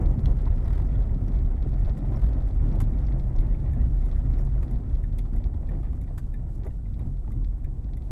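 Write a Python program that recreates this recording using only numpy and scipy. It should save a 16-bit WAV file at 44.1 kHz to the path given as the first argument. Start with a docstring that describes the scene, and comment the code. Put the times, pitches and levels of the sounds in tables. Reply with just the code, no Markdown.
"""Inside a car slowing on cobbles, heard at the windscreen. From the start the stones shake the body
into a deep boom and the tyres drum and roar; loose trim buzzes, rattles, ticks and snaps, and bumps
knock the dashboard. At 3.4 s the turn indicator relay starts clicking, closing and opening in turn.
From about 5 s road and trim grow quieter; the relay clicks on to the end, over faint hiss."""
import sys
import numpy as np
from scipy import signal
from scipy.fft import rfft, irfft, next_fast_len
from scipy.io import wavfile
from scipy.ndimage import uniform_filter1d, map_coordinates

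SR = 44100
rng = np.random.default_rng(int(sys.argv[2]) if len(sys.argv) > 2 else 0)


def dump(signal):
    """Clip the signal to [-1, 1] and save it as 16-bit WAV at the path in sys.argv[1]."""
    limited = np.clip(np.atleast_2d(signal).T, -1, 1)
    pcm = np.round(limited * 32767).astype(np.int16)
    wavfile.write(sys.argv[1], SR, pcm)


N = 357648

# Microphone hiss. Each row: frequency in Hz, density in dB.
HISS_SPECTRUM = [(880, -33.5), (1500, -13.5), (2040, -9), (3120, -7.5), (3540, -6.5), (6300, -10),
                 (8180, -8.5), (8410, -10), (12300, -10), (13400, -26.5), (15000, -33)]
# Electronics whine. One row: frequency in Hz, level in dB.
WHINE_TONE = [(7881, -88.5)]
# Loose trim. Each row: time in seconds, chatter in dB, fizz in dB.
TRIM_LEVELS = [(0.0, -63.5, -72.5), (0.67, -59.5, -82), (0.97, -62, -76), (1.49, -64.5, -81.5),
               (2.21, -59.5, -74), (2.39, -62.5, -80.5), (2.89, -61.5, -75.5), (3.45, -66, -77.5),
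               (3.61, -66, -79.5), (4.09, -63.5, -78), (4.61, -62.5, -75.5), (4.79, -64.5, -78.5),
               (5.17, -69, -82), (5.6, -72.5, -83.5), (5.75, -73.5, -86), (5.94, -66, -78),
               (6.19, -72, -82), (7.16, -73.5, -86), (7.93, -75, -83.5), (8.11, -77, -88)]
# Resonances. Each row: frequency in Hz, width in Hz, gain in dB.
PANEL_MODES = [(1298, 205, 7), (2040, 380, -1.5), (2350, 240, -4.5), (3170, 710, -8.5), (4830, 2600, -14.5)]
METAL_MODES = [(5240, 1700, 0.5), (7560, 1800, 3), (9650, 1300, 3.5), (11950, 1500, 2), (14500, 860, -7.5)]
TICK_MODES = [(3290, 620, -5.5), (4860, 1260, 4), (5253, 830, 4.5), (6800, 940, -17), (2140, 1440, 1)]
DASH_MODES = [(780, 780, 7), (1180, 560, 9), (1530, 140, 0), (2000, 380, -1.5), (3630, 1400, -15.5)]
HOLLOW_MODES = [(1220, 150, 1), (1540, 99, 4.5), (1895, 100, 2.5), (3680, 360, -10.5), (4750, 200, -9.5),
                (5500, 330, -18.5)]  # plastic around the slipping part
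TYRE_MODES = [(89.4, 16.8, 2.5), (135.4, 18.3, 0.5), (179.3, 31.4, -10), (240.7, 37.2, -9),
              (296.3, 92, -17.5)]
BOOM_MODES = [(36.1, 6.44, 4.5), (57.9, 13.9, -3), (26.6, 12.5, -6.5), (68, 31, -10.5)]
# Loose bits. Each row: pitch in Hz, gain in dB, t60 in seconds.
LOOSE_BITS = [(1360, 4.5, 0.019), (1820, 3.5, 0.017), (2140, 5.5, .012), (2460, -1.5, 0.0098),
              (3550, -0.5, 0.0093), (4520, -9, 0.0084), (5600, -7.5, 0.0077), (7500, -16.5, .004),
              (11500, -12.5, .003)]
# Small parts in motion. Each row: start in seconds, relative level in dB.
TICK_HITS = [(0.06, -50), (0.193, -54.5), (0.252, -61), (0.2809, -66), (0.39, -63), (0.4131, -60),
             (0.456, -52.5), (0.506, -64), (0.597, -71), (0.895, -66), (0.973, -64), (1.0244, -58),
             (1.0375, -59), (1.146, -57), (1.3212, -59), (1.3498, -57), (1.3631, -58), (1.3897, -56),
             (1.449, -62.5), (1.4615, -62), (1.6265, -52), (1.6914, -59), (1.706, -67), (1.7209, -59),
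             (1.731, -60), (1.7405, -57), (1.8486, -54.5), (1.858, -55.5), (1.8964, -52.5), (2.333, -55),
             (2.347, -64), (2.405, -61), (2.4226, -59), (2.665, -65), (2.976, -67), (3.242, -63),
             (2.4874, -59), (2.5098, -60), (2.6895, -57), (2.717, -56.5), (2.7482, -61), (2.787, -59),
             (2.839, -58), (2.987, -56.5), (3.0705, -58), (3.125, -55.9), (3.198, -53.5), (3.3622, -58),
             (3.3863, -49), (3.4455, -69), (3.4686, -61), (3.6526, -64), (3.6797, -70), (3.5997, -62),
             (3.968, -65), (4.0439, -60), (4.1145, -54.5), (4.1241, -58), (4.3357, -56), (4.4717, -60),
             (4.49, -63), (4.681, -59), (4.743, -61), (4.759, -57), (4.858, -70), (4.8995, -64),
             (4.928, -66), (4.9538, -54), (5.082, -66), (5.1278, -60), (5.355, -68), (5.42, -69),
             (5.4415, -51), (5.4703, -65), (5.5448, -63), (5.673, -60), (6.0901, -65), (6.6347, -57),
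             (6.9422, -58), (7.016, -64), (7.171, -64.5), (7.446, -54), (7.844, -61), (7.935, -54.5),
             (8.022, -59)]
PING_HITS = [(0.561, -64), (0.6454, -59), (0.874, -63), (1.2805, -58), (2.1588, -56), (2.7262, -59),
             (3.0518, -63), (3.0668, -56), (3.3622, -59), (4.3908, -58)]
TAP_HITS = [(0.4783, -45), (0.5237, -50), (1.093, -49), (1.5773, -50), (1.6717, -54), (1.9699, -51),
            (3.0842, -45), (3.1178, -48), (3.766, -54), (3.8, -49), (3.816, -48), (4.147, -53),
            (4.1589, -48), (4.3384, -51), (5.4014, -56), (5.6289, -58), (6.0776, -51), (6.638, -52),
            (6.707, -54), (7.2779, -52.5), (7.889, -56)]
SLIP_HITS = [(0.6538, -61), (0.6777, -56), (0.7036, -59.5), (0.7286, -57.5), (0.752, -60), (0.7755, -60.5),
             (0.798, -62.5), (0.8179, -63), (2.1207, -65.5), (2.142, -65), (2.168, -60), (2.192, -63),
             (2.2174, -61), (2.2394, -61), (2.2628, -60), (2.287, -63.5)]  # one slip per swing of the body
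# Tapping part bouncing. Each row: start in seconds, length in seconds, relative level in dB.
BOUNCE_RUNS = [(3.431, .07, -52), (3.512, .05, -49.5), (3.661, .06, -50), (5.7174, .05, -50.5),
               (5.835, .06, -55)]
# Its upper modes. Each row: frequency in Hz, gain in dB.
TAP_UPPER_MODES = [(2520, -8.5), (3550, -11)]
# Dashboard knocks. Each row: start in seconds, relative level in dB, pitch in Hz.
DASH_HITS = [(0.465, -37.5, 950), (0.473, -35, 947), (0.605, -44, 675), (0.676, -42, 930),
             (0.797, -40.5, 895), (1.078, -44, 750), (1.419, -47, 603), (1.875, -38, 604),
             (2.046, -40, 738), (2.075, -39, 650), (2.121, -35, 670), (2.145, -42, 1000),
             (2.169, -33.5, 666), (2.23, -34.5, 714), (2.371, -35, 686), (2.804, -41, 1150),
             (3.161, -33, 598), (3.238, -42, 600), (3.352, -46, 950), (3.765, -35, 665),
             (3.978, -58.5, 2260), (4.128, -50, 1200), (4.473, -41, 900), (5.138, -41.5, 603),
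             (5.352, -39, 596), (5.402, -40, 565), (5.629, -41, 580), (5.717, -43, 694), (6.107, -41, 665),
             (6.177, -44, 1070), (6.181, -45, 1570), (6.267, -57, 1070), (6.7874, -58, 1500),
             (6.8567, -55.5, 2250), (7.2459, -54, 1380), (7.277, -41, 910), (7.307, -49, 1150),
             (7.42, -50, 990), (7.632, -60, 1310)]
# A part slides and catches. Each row: start in seconds, relative level in dB, crack, knock and
# ring gains in dB, slide and t60 in seconds.
SNAP_HITS = [(0.2572, -43.5, 0, -2, 4, 0.00033, 0.0059), (1.28, -63, -12.5, 1.5, 9, 0.0024, 0.03),
             (2.753, -55.5, -17, -6, -4, 0.0037, 0.04), (2.801, -43, -22, -3.5, -3.5, 0.018, 0.067),
             (4.627, -54, -19, 3, -1.5, 0.0023, 0.045), (5.1832, -47.5, -14, -13, -12, 0.0089, 0.021),
             (5.2492, -70, -10, 7.5, 10, 0.0092, .08), (5.3305, -66.5, -15, 4, 12, 0.0063, 0.035),
             (5.5318, -74, -10, 7, 12, .01, .06), (5.828, -69.5, -11, 9, 1, 0.004, 0.26),
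             (5.9288, -66, -20, 6.5, 1, 0.0026, 0.03), (6.1772, -47, -38, -8, 2, 0.0098, 0.054)]
# Relay case ring. Each row: frequency in Hz, gain in dB, t60 in seconds.
CLOSING_MODES = [(2053, 7.5, 0.027), (2240, -10, 0.026), (1570, -3, 0.027), (3630, -4, 0.034)]
OPENING_MODES = [(1792, 2.5, 0.033), (2060, -4, 0.03), (2360, -3, 0.028), (3680, -10.5, 0.032)]
# Road noise as the car slows. Each row: time in seconds, boom, drum and roar in dB.
ROAD_LEVELS = [(0, -22, -25, -37.5), (.2, -24.5, -30, -49), (.7, -21, -30, -45), (1.2, -25.5, -30.5, -49),
               (1.6, -23, -32.5, -49), (2.02, -25, -30.5, -48.5), (2.4, -22.5, -32.5, -47.5),
               (3.1, -23, -29.5, -47), (3.6, -24.5, -31, -49), (4.3, -20, -31, -51),
               (4.7, -25.5, -33, -49.5), (5.15, -25, -35, -52.5), (5.8, -27.5, -35, -53.5),
               (6.15, -29.5, -37, -54.5), (6.9, -30, -37, -58.5), (7.3, -27, -37.5, -56.5),
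               (8.11, -29.5, -39.5, -55)]
# Tread roar. Each row: frequency in Hz, density in dB.
TREAD_SPECTRUM = [(180, -32), (300, 0), (408, -3.5), (446, -11.5), (498, -7.5), (747, -10), (818, -13),
                  (1070, -20), (1650, -32), (1840, -29.5), (2600, -41.5), (3380, -51.5), (5720, -120)]
# Raised stones. Each row: time in seconds, drum swell in dB, roar swell in dB.
RAISED_STONES = [(.07, 2, -3), (0.296, 4.5, 9), (.58, 4.5, -1.5), (1.45, 2, -1.5), (1.65, 6, 1.5),
                 (1.89, -0.5, 6), (2.13, 1, 4.5), (2.38, 4, 4.5), (2.648, 4, 4.5), (2.7, 4, 1),
                 (3.16, -0.5, 2), (3.43, 0, 3), (4.399, -5, 7), (4.501, -2.5, -7), (5.36, 2, 4),
                 (5.47, 0.5, 4), (5.55, 0.5, 4.5), (5.721, -1, 7.5), (5.79, 1.5, 3), (6.202, 3, -6.5),
                 (6.662, -3, 12.5), (7.01, 3, 9), (7.07, 5, 4), (7.37, 5, 2), (7.43, 2.5, -4.5),
                 (7.82, 0.5, -2.5)]
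# The low boom swells and dips irregularly. Each row: time in seconds, change in dB, length in seconds.
BOOM_SWELLS = [(0.082, 6.5, 0.054), (0.188, -10.5, .04), (0.288, 6.5, 0.078), (0.505, 7.5, 0.017),
               (0.63, -4.5, 0.051), (1, 5.5, 0.036), (1.137, 2.5, 0.054), (1.195, -7, 0.023),
               (1.297, -8, 0.035), (1.378, 5, 0.17), (1.85, 5, 0.11), (1.99, -9, 0.04), (2.203, -5, 0.018),
               (2.247, 6.5, 0.056), (2.413, 0.5, 0.044), (2.608, 6, 0.04), (2.83, 1, 0.096),
               (3.393, 11.5, 0.024), (3.525, 7.5, 0.027), (3.6, -4.5, 0.043), (3.7, 4.5, 0.051),
               (3.743, -8.5, 0.017), (3.829, 5.5, 0.05), (4.003, 1, 0.13), (4.168, 6, 0.011),
               (4.096, -6, .03), (4.232, -7, 0.038), (4.578, 3, 0.072), (4.682, -7, .04),
               (4.76, 4.5, 0.032), (4.806, -9, .02), (4.886, -6.5, 0.024), (4.938, 6, 0.033),
               (5.29, -6, 0.018), (5.394, 7, 0.06), (5.42, -10.5, 0.028), (5.467, 8.5, 0.023),
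               (5.525, -1, .025), (5.882, 3, 0.073), (6.204, -12, .025), (6.26, 5.5, 0.072),
               (6.63, 1.5, 0.071), (6.91, 4.5, 0.013), (7.456, 5.5, 0.074), (7.6, -7, 0.024),
               (7.653, 8, 0.013)]

STONE_S = 0.041  # wheel over one stone
RELAY_START_S, RELAY_STEP_S = 3.4057, 0.32591
BOUNCE_STEP_S, BOUNCE_FADE_DB_PER_S = 0.0168, 26
NOTCH_HZ, NOTCH_WIDTH_HZ, NOTCH_DB = 2940, 580, -16.5
TOP_HZ = 15000


def amp(db):
    """dB to gain."""
    return 10 ** (np.asarray(db) / 20)


def unit(x):
    """x at rms 1."""
    return x / np.sqrt(np.mean(x ** 2) + 1e-20)


def curves(rows):
    """A per-sample curve for each column after the time."""
    times_s, *columns = np.transpose(rows)
    return [np.interp(np.arange(N) / SR, times_s, column) for column in columns]


def wobble(rate_hz):
    """Smooth random curve."""
    knots = rng.standard_normal(int(N * 200 / SR) + 4)
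    return map_coordinates(knots, [np.arange(N) * rate_hz / SR])


def swells(times_s, heights_db, lengths_s):
    """Sum of bell curves, in dB."""
    t, sum_db = np.arange(0, N, 64) / SR, 0
    for at_s, db, length_s in np.broadcast(times_s, heights_db, lengths_s):
        sum_db += db * np.exp(-2 * ((t - at_s) / length_s) ** 2)
    return np.interp(np.arange(N) / SR, t, sum_db)


def filtered(x, *responses):
    """x through frequency responses in series."""
    size = next_fast_len(N + SR // 2)
    for response in responses:
        x = irfft(rfft(x, size) * response(np.fft.rfftfreq(size, 1 / SR)), size)[:N]
    return x


def modes(table):
    """Response of resonances of alternating sign."""
    return lambda f: sum((-1) ** k * amp(db) * 1j * f * width / (hz * hz - f * f + 1j * f * width)
                         for k, (hz, width, db) in enumerate(table))


def colour(points):
    """Response through (Hz, dB) points, log axis."""
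    hz, db = np.transpose(points)
    return lambda f: amp(np.interp(np.log(f + 1), np.log(hz + 1), db))


def band(lo_hz, hi_hz):
    """Band-pass: third order below, second above."""
    return lambda f: (1j * f / lo_hz / (1 + 1j * f / lo_hz)) ** 3 / (1 + 1j * f / hi_hz) ** 2


def impulses(per_s, spread_db):
    """Random impulses of either sign, a few much larger."""
    chance, sign, size = rng.random((3, N))
    return (chance < per_s / SR) * np.sign(sign - 0.5) * amp(-spread_db * np.log(size + 1e-4))


def faint_hits(per_s):
    """Random (s, dB) hits that follow the chatter level."""
    gap, scatter = rng.random((400, 2)).T
    times_s = np.cumsum(-np.log(gap + 1e-9)) / per_s
    chatter_db = curves(TRIM_LEVELS)[0][np.minimum(times_s * SR, N - 1).astype(int)]
    hits = np.c_[times_s, chatter_db - 4 + 8 * (scatter - 0.5)]
    return hits[times_s < (N - 1) / SR].tolist()


def rings(hits, pitch_hz, rise_s, t60_s, rough, gain_db):
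    """A short, rough, slightly detuned ring per hit."""
    out, t = np.zeros(N + SR), np.arange(SR // 16) / SR
    for (start_s, db), hz in zip(hits, np.resize(pitch_hz, len(hits))):
        noise = rng.standard_normal(len(t))
        drift = np.cumsum(uniform_filter1d(rough * noise, size=30))
        phase = 2 * np.pi * hz * (1 + 0.028 * noise[0]) * t + drift
        envelope = amp(db + gain_db - 60 * t / t60_s) * (1 - np.exp(-t / rise_s))
        out[round(start_s * SR):][:len(t)] += envelope * np.sin(phase)
    return out[:N]


def cabin_echo(x, t60_s=0.09):
    """Glass and seats add a short, dull tail, drawn anew every 1/8 s."""
    size = SR // 8
    t = np.arange(size) / SR
    blocks = np.pad(x, (0, -N % size)).reshape(-1, size)
    tails = amp(-60 * t / t60_s) * (t > 0.0015) * rng.standard_normal(blocks.shape)
    tails /= np.linalg.norm(tails, axis=1, keepdims=True)
    wet = signal.fftconvolve(blocks, tails, axes=1)
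    overlap = np.pad(wet[:-1, size:], ((0, 0), (0, 1))).ravel()
    echo = wet[:, :size].ravel() + np.pad(overlap, (size, 0))
    return x + amp(-6.5) * filtered(echo[:N], band(180, 9000))


def electronics():
    """Microphone hiss and a thin whine."""
    hiss = amp(-78.5 + 2.3 * wobble(15)) * unit(filtered(rng.standard_normal(N), colour(HISS_SPECTRUM)))
    (hz, db), = WHINE_TONE
    whine = np.sqrt(2) * amp(db + 1.2 * wobble(7.6)) * np.sin(2 * np.pi * hz * np.arange(N) / SR)
    return hiss + whine


def trim_buzz():
    """Shaken panels chatter in clumps of tiny contacts; smaller parts fizz above."""
    chatter_db, fizz_db = curves(TRIM_LEVELS)
    times_s, _, roar_swell_db = np.transpose(RAISED_STONES)
    shake_db = 0.62 * swells(times_s, roar_swell_db, STONE_S) + wobble(4.9)
    panel_hits = amp(shake_db + 2.8 * wobble(55)) * impulses(per_s=1600, spread_db=1.9)
    metal_hits = amp(shake_db + 5.1 * wobble(60)) * impulses(per_s=1600, spread_db=2.1)
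    chatter = filtered(panel_hits, modes(PANEL_MODES), band(630, 6000))
    fizz = filtered(metal_hits, modes(METAL_MODES), band(2100, 14000))
    return amp(chatter_db - 3.5) * unit(chatter) + amp(fizz_db) * unit(fizz)


def loose_bits(per_s=600, spread_db=2.6, detune=0.089):
    """Bits of trim jiggle throughout: short rings at scattered pitches."""
    gap, pick, size, tune = rng.random((5400, 4)).T
    starts = (SR * np.cumsum(-np.log(gap + 1e-9)) / per_s).astype(int)
    hz, gain_db, t60_s = np.array(LOOSE_BITS)[(pick * len(LOOSE_BITS)).astype(int)].T[..., None]
    clump_db = curves(TRIM_LEVELS)[0] + 2.8 * wobble(18)
    hit_db = clump_db[np.minimum(starts, N - 1)] - spread_db * np.log(size + 1e-3)
    offsets = np.arange(SR // 80)
    t = offsets / SR
    pitch_hz = hz * (1 + detune * (2 * tune[:, None] - 1))
    envelope = amp(hit_db[:, None] + gain_db - 5 - 60 * t / t60_s) * (1 - np.exp(-t / 0.0007))
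    ring = envelope * np.sin(2 * np.pi * pitch_hz * t)
    return np.bincount((starts[:, None] + offsets).ravel(), ring.ravel(), N)[:N]


def plastic_ticks():
    """Hard plastic rings for a few cycles; its mount absorbs one band."""
    blows = np.zeros(N)
    for start_s, db in TICK_HITS + faint_hits(per_s=20):
        blows[round(start_s * SR)] = amp(db + 26.5)
    mount = lambda f: 1 - (1 - amp(NOTCH_DB)) * modes([(NOTCH_HZ, NOTCH_WIDTH_HZ, 0)])(f)
    return filtered(blows, modes(TICK_MODES), modes(TICK_MODES), mount)


def pings():
    """Bumps ping a small hard part."""
    return rings(PING_HITS, pitch_hz=5570, rise_s=0.00067, t60_s=0.015, rough=0.32, gain_db=5.5)


def tapping_part():
    """A loose part taps and bounces in its seat, ringing in three modes."""
    bounces = [(start_s + s, db - BOUNCE_FADE_DB_PER_S * s + rng.normal(0, 0.77))
               for start_s, length_s, db in BOUNCE_RUNS for s in np.arange(0, length_s, BOUNCE_STEP_S)]
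    hits = TAP_HITS + bounces + faint_hits(per_s=5.8)
    upper = sum(rings(hits, hz, rise_s=0.00056, t60_s=0.016, rough=0.28, gain_db=db)
                for hz, db in TAP_UPPER_MODES)
    return upper + rings(hits, pitch_hz=1850, rise_s=0.0012, t60_s=0.02, rough=0.15, gain_db=2)


def dash_thuds():
    """Bumps knock the dashboard."""
    hits = np.array(DASH_HITS)
    return rings(hits[:, :2], pitch_hz=hits[:, 2], rise_s=0.0012, t60_s=0.024, rough=0.099, gain_db=2.5)


def trim_snaps(grit_db=5.5):
    """A part slides in a spray of catches: bright burst, plastic crack, dash knock, hollow ring."""
    drives, t = np.zeros((4, N + SR)), np.arange(SR // 10) / SR
    slips = [(start_s, db, -11, 3, 7, 0.005, 0.018) for start_s, db in SLIP_HITS]  # as SNAP_HITS rows
    for start_s, db, crack_db, knock_db, ring_db, slide_s, t60_s in SNAP_HITS + slips:
        fall_db = 500 * np.minimum(t, slide_s) + 60 * np.maximum(t - slide_s, 0) / t60_s
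        envelope = amp(db - fall_db) * (1 - np.exp(-t / 0.00082))
        grit = unit(rng.standard_normal((4, len(t))) * amp(grit_db * rng.standard_normal(len(t))))
        gains = amp([[4], [crack_db + 17], [knock_db + 13], [ring_db + 8.5]])
        drives[:, round(start_s * SR):][:, :len(t)] += gains * envelope * grit
    bright, crack, knock, ring = drives[:, :N]
    return (filtered(bright, modes(METAL_MODES), band(5800, 31000))
            + filtered(crack, modes(TICK_MODES), modes(TICK_MODES))
            + filtered(knock, modes(DASH_MODES))
            + filtered(ring, modes(HOLLOW_MODES)))


def indicator_relay():
    """Closes and opens in turn: a contact click, then the case ring swells and dies."""
    click, case = np.zeros((2, N + SR))
    t = np.arange(SR // 16) / SR
    click_envelope = amp(-60 * t / 0.03) * (1 - np.exp(-t / 0.00097))
    case_rise = (1 - np.exp(-t / 0.0035)) ** 2
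    closing, opening = (-40, -51, CLOSING_MODES), (-44, -44.2, OPENING_MODES)
    for k, start_s in enumerate(np.arange(RELAY_START_S, N / SR, RELAY_STEP_S)):
        click_db, case_db, case_modes = opening if k % 2 else closing
        start = round(start_s * SR)
        for hz, db, t60_s in case_modes:
            envelope = case_rise * amp(case_db + db + rng.normal(0, 2) - 60 * t / t60_s)
            # armature bounce drifts the phase
            drift = np.cumsum(uniform_filter1d(0.11 * rng.standard_normal(len(t)), size=20))
            case[start:][:len(t)] += envelope * np.sin(2 * np.pi * hz * t + drift)
        click[start:][:len(t)] += amp(click_db) * click_envelope * rng.standard_normal(len(t))
    return filtered(click[:N], modes(METAL_MODES), band(10000, 18000)) + case[:N]


def tyres():
    """Carcasses drum on the stones; the tread roars through the floor."""
    _, drum_db, roar_db = curves(ROAD_LEVELS)
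    times_s, drum_swell_db, roar_swell_db = np.transpose(RAISED_STONES)
    drum_db += swells(times_s, drum_swell_db, STONE_S)
    roar_db += swells(times_s, roar_swell_db, STONE_S)
    carcass_hits = amp(1.3 * wobble(9)) * impulses(per_s=600, spread_db=2.4)
    tread_hits = amp(1.44 * wobble(30)) * impulses(per_s=3000, spread_db=0.95)
    drum = filtered(carcass_hits, modes(TYRE_MODES), band(44.2, 540))
    roar = filtered(tread_hits, colour(TREAD_SPECTRUM))
    return amp(drum_db) * unit(drum) + amp(roar_db) * unit(roar)


def body_boom():
    """Stone edges ring the cabin; the low boom swells and dips irregularly."""
    ring = filtered(impulses(per_s=400, spread_db=0.29), modes(BOOM_MODES), band(13.5, 93.4))
    envelope = np.sqrt(np.abs(uniform_filter1d(ring ** 2, size=SR // 24))) / np.std(ring)
    swell_db = swells(*np.transpose(BOOM_SWELLS))
    boom_db = curves(ROAD_LEVELS)[0] + swell_db - swell_db.mean()
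    return amp(boom_db) * unit(ring / (envelope + 0.2))


def scene():
    """Mono mix; cabin echo on the struck parts only."""
    steady = body_boom() + tyres() + trim_buzz() + electronics()
    struck = trim_snaps() + indicator_relay() + plastic_ticks()
    struck += tapping_part() + dash_thuds() + pings() + loose_bits()
    return (steady + cabin_echo(struck))[None]


def record(dry):
    """Brick-wall low-pass at TOP_HZ."""
    return filtered(dry[0], lambda hz: hz < TOP_HZ)[None]


dry = scene()
out = record(dry)
dump(out)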